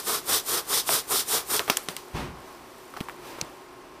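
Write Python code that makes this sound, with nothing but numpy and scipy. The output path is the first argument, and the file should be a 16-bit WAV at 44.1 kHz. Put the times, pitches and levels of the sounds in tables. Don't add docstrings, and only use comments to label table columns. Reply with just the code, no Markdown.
import sys
import numpy as np
from scipy import signal
from scipy.fft import rfft, irfft, next_fast_len
from scipy.io import wavfile
from scipy.ndimage import map_coordinates

SR = 44100
rng = np.random.default_rng(int(sys.argv[2]) if len(sys.argv) > 2 else 0)


def transcribe(signal):
    frames = np.atleast_2d(signal).T
    limited = np.clip(frames, -1, 1)
    pcm = np.round(limited * 32767).astype(np.int16)
    wavfile.write(sys.argv[1], SR, pcm)


N = 176400
T = np.arange(N) / SR
EVENT_T = T[:SR // 4]


def amp(db):
    return 10 ** (np.asarray(db) / 20)


def unit_rms(x):
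    return x / np.sqrt(np.mean(x ** 2) + 1e-20)


def spectrum_gain(spectrum, hz):
    points_hz, db = np.transpose(spectrum)
    return amp(np.interp(np.log(hz + 1), np.log(points_hz + 1), db))


def envelope(levels):
    return amp(np.interp(T, *np.transpose(levels)))


def filtered(x, response):
    size = next_fast_len(N + SR // 2)
    hz = np.fft.rfftfreq(size, 1 / SR)
    return irfft(rfft(x, size) * response(hz), size)[:N]


def coloured(x, spectrum):
    return unit_rms(filtered(x, lambda hz: spectrum_gain(spectrum, hz)))


def noise(spectrum):
    return coloured(rng.standard_normal(N), spectrum)


def wobble(knots_per_s):
    knots = rng.standard_normal(int(N * knots_per_s / SR) + 4)
    return map_coordinates(knots, [T * knots_per_s])


def swell(start, length, rise_s, fall_s):
    attack = (1 + np.tanh((T - start) / rise_s / 2)) / 2
    release = (1 + np.tanh((start + length - T) / fall_s / 2)) / 2
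    return attack * release


def decay(t60_s):
    return np.exp(-np.log(1000) * EVENT_T / t60_s)


def add(out, start, sound):
    part = out[round(start * SR):][:len(sound)]
    part += sound[:len(part)]


def click(spectrum, size=512):
    hz = np.fft.rfftfreq(size, 1 / SR)
    cepstrum = irfft(np.log(spectrum_gain(spectrum, hz)))
    cepstrum[1:size // 2] *= 2
    cepstrum[size // 2 + 1:] = 0
    return irfft(np.exp(rfft(cepstrum)))


def friction(spectrum, slips_per_s=28000, spread_db=1.5):
    slips = (rng.random(N) < slips_per_s / SR) * rng.standard_normal(N)
    slips *= amp(spread_db * rng.standard_normal(N))
    return coloured(slips, spectrum)


RUSH_SPECTRUM = [(15, -42), (25, -15), (66, -7.5), (86, -21), (125, -7.5), (213, -12.5), (271, -2),
                 (309, -7), (363, 3), (415, -4), (475, -7.5), (833, -6), (1030, -5), (1580, -13.5),
                 (2070, -15.5), (2370, -16.5), (3540, -21.5), (4380, -22), (15000, -34.5)]
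RUSH_LEVELS = [(0, -46.5), (2.05, -47), (2.4, -45), (2.85, -47.5), (3.35, -44.5), (3.65, -47.5), (4, -47)]
HUM_TONES = [(366, -62), (1066, -58.5)]


def room():
    hum = np.zeros(N)
    for hz, db in HUM_TONES:
        phase = 2 * np.pi * hz * T + 0.26 * wobble(knots_per_s=12)
        hum += amp(db) * unit_rms(np.sin(phase))
    return envelope(RUSH_LEVELS) * noise(RUSH_SPECTRUM) + hum


BED_THUDS = [(1.701, -27.5, 294, 0.061), (1.891, -35.5, 195, 0.067), (3.009, -9.5, 216, 0.013),
             (3.423, -24.5, 149, 0.029)]


def bed_thuds(rise_s=0.0015):
    out = np.zeros(N)
    attack = 1 - np.exp(-EVENT_T / rise_s)
    for start, db, hz, t60_s in BED_THUDS:
        tone = -np.sin(2 * np.pi * hz * EVENT_T)
        add(out, start, amp(db) * tone * attack * decay(t60_s))
    return out


COVER_SHIFTS = [(2.144, 0.086, -30.5, -31.5), (3.23, 0.25, -45.5, -78)]
RUSTLE_SPECTRUM = [(100, -20), (330, 1), (600, -5), (950, -3), (1500, -8.5), (2700, -12), (5500, -20.5),
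                   (8000, -24.5), (15000, -33)]
RUMBLE_SPECTRUM = [(20, -14), (40, -8), (58, 8.5), (85, -2.5), (135, 0.5), (200, -1), (330, -12),
                   (800, -55)]


def bed_cover(lag_s=0.0054):
    rustle, rumble = np.zeros((2, N))
    for start, length, rustle_db, rumble_db in COVER_SHIFTS:
        rustle += amp(rustle_db) * swell(start + lag_s, length - lag_s, rise_s=0.0077, fall_s=0.04)
        rumble += amp(rumble_db) * swell(start, length, rise_s=0.0044, fall_s=0.072)
    return rustle * friction(RUSTLE_SPECTRUM) + rumble * noise(RUMBLE_SPECTRUM)


FUR_LEVELS = [(0, -46.5), (1.5, -46), (1.62, -42), (1.78, -45), (1.92, -50.5), (2.06, -53.5), (2.33, -66),
              (2.48, -53.5), (2.62, -58.5), (2.8, -55), (3.2, -57.5), (3.28, -47), (3.38, -54.5),
              (3.65, -62), (4, -71)]
FUR_SPECTRUM = [(600, -1.5), (2000, 0.5), (5000, 1), (7000, 1), (9500, -2.5), (15000, -2.5)]


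def charged_fur(ticks_per_s=160, static_db=-9.5, range_db=33):
    ticks = (rng.random(N) < ticks_per_s / SR) * amp(-range_db * rng.random(N))
    static = amp(static_db) * coloured(ticks, FIZZ_SPECTRUM)
    return envelope(FUR_LEVELS) * (friction(FUR_SPECTRUM) + static)


SNAP_BANDS_HZ = [700, 2200, 5500, 8000, 13000]
RUBBER_SNAPS = [(1.6993, 9, 11, 2, 4.5, 3, -5.5, -25.5), (1.702, -16, -3, 5.5, -8, -20, 1, -51),
                (1.7708, -7, 6.5, 0, 5.5, 0, -10, -34.5), (1.8866, 0.5, -3.5, -7.5, -7.5, -13, 2.5, -42),
                (1.9658, -8.5, -4.5, -4.5, -8, -13, -3, -45), (2.9701, -18, -27, -16, -32, -30, 2, -60),
                (3.0054, -10, -4, -16.5, -21, -20, -13, -40), (3.011, -20, -13, -19, -25, -25, -11, -61),
                (3.4133, -4.5, 2, 0, -1.5, -16, -23, -53)]


def snaps(crack_db=2, highpass_hz=175):
    out = np.zeros(N)
    decays = [decay(t60_s=0.0026), decay(t60_s=0.012), decay(t60_s=0.24)]
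    for start, *bands_db, echo_db, ring_db in RUBBER_SNAPS:
        parts = rng.standard_normal((3, len(EVENT_T))) * decays
        gains = amp([0, crack_db, echo_db]) / np.linalg.norm(parts, axis=1)
        pulse = click(list(zip(SNAP_BANDS_HZ, bands_db)))
        add(out, start, signal.fftconvolve(gains @ parts, pulse))
        add(out, start, balloon_ring(ring_db))
    highpass = signal.butter(2, highpass_hz, 'high', fs=SR, output='sos')
    return signal.sosfilt(highpass, out)


SKIN_TAPS = [(.8911, -14.5, 4300, 677, 0.036, -32.5), (1.5941, -8.5, 5270, 930, 0.0083, -25),
             (1.679, -20.5, 3170, 650, 0.016, -28.5), (2.939, -31, 1790, 1120, 0.027, -45),
             (2.966, -27.5, 1680, 1230, 0.024, -42), (2.9721, -25, 2220, 740, 0.019, -43),
             (3.0857, -24, 2370, 930, 0.02, -38), (3.0969, -23, 2200, 1100, 0.006, -50),
             (3.386, -27.5, 895, 377, .014, -42)]


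def taps(glide_s=0.000558):
    out = np.zeros(N)
    for start, db, first_hz, last_hz, t60_s, ring_db in SKIN_TAPS:
        hz = last_hz + (first_hz - last_hz) * np.exp(-EVENT_T / glide_s)
        ripple = np.sin(2 * np.pi * np.cumsum(hz) / SR) * decay(t60_s)
        add(out, start, amp(db) * ripple + balloon_ring(ring_db))
    return out


BALLOON_SPECTRUM = [(25, -31), (70, -14.5), (125, -10), (230, -10), (320, -5), (385, 0.5), (440, 4),
                    (520, -3.5), (650, -5.5), (780, -1), (880, -4.5), (1030, 0.5), (1330, 0), (1650, -8),
                    (2800, -13), (6000, -20)]


def balloon_ring(db):
    return amp(db) * noise(BALLOON_SPECTRUM)[:len(EVENT_T)] * decay(t60_s=0.14)


FIZZ_SPECTRUM = [(4500, -53), (6300, -4.5), (7100, -1), (8200, 1), (9300, 3.5), (10700, -3), (12400, 0.5),
                 (14000, -3.5), (15500, -4)]
HISS_SPECTRUM = [(1000, -17), (1700, -7), (2200, -7.5), (2750, -6.5), (3500, 3), (4200, 0.5), (5300, 3),
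                 (6200, 0), (8000, -7)]
RUB_STROKES = [(-.12, 0.11, -26, -29.5, -30, -4), (0.06, 0.12, -28.5, -29.5, -30.5, 1),
               (0.284, 0.1, -24.5, -25, -28.5, -5.5), (0.472, 0.12, -27.5, -29, -32, 5.5),
               (0.701, 0.099, -25, -25, -30, -8.5), (0.878, 0.11, -25, -26, -30, -1),
               (1.106, 0.1, -24, -26, -30, -9.5), (1.29, 0.1, -25, -26.5, -29.5, 4),
               (1.499, 0.08, -24.5, -27.5, -27.5, -2.5)]


def rubbing(hiss_lag_s=0.0027, drone_lag_s=0.0085, growth_db=5.5, hiss_trade=0.35, flutter_db=1.12):
    fizz, hiss, drone = np.zeros((3, N))
    for start, length, fizz_db, hiss_db, drone_db, drone_change_db in RUB_STROKES:
        progress = np.clip((T - start) / length, 0, 1) - 0.5
        hiss_change_db = growth_db - hiss_trade * drone_change_db
        hiss_swell = swell(start + hiss_lag_s, length - hiss_lag_s / 2, rise_s=0.012, fall_s=0.013)
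        drone_swell = swell(start + drone_lag_s, length - drone_lag_s, rise_s=0.011, fall_s=0.017)
        fizz += amp(fizz_db) * swell(start, length, rise_s=0.012, fall_s=0.013)
        hiss += amp(hiss_db + hiss_change_db * progress) * hiss_swell
        drone += amp(drone_db + drone_change_db * progress) * drone_swell
    flutter = amp(flutter_db * wobble(knots_per_s=70.8))
    fizz *= friction(FIZZ_SPECTRUM)
    hiss *= friction(HISS_SPECTRUM)
    drone *= friction(BALLOON_SPECTRUM)
    return flutter * (fizz + hiss + drone)


def scene():
    return (rubbing() + charged_fur() + taps() + snaps() + bed_thuds() + bed_cover() + room())[None]


CAMERA_NOTCHES = [(6620, 130, .85), (7500, 97, 0.8), (15530, 390, 1)]
CUTOFF_HZ = 15500


def record(dry):
    def response(hz):
        notches = [1 - depth * np.exp(-((hz - centre_hz) / width_hz) ** 2)
                   for centre_hz, width_hz, depth in CAMERA_NOTCHES]
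        return np.prod(notches, axis=0) * (hz < CUTOFF_HZ)
    return filtered(dry[0], response)[None]


dry = scene()
out = record(dry)
transcribe(out)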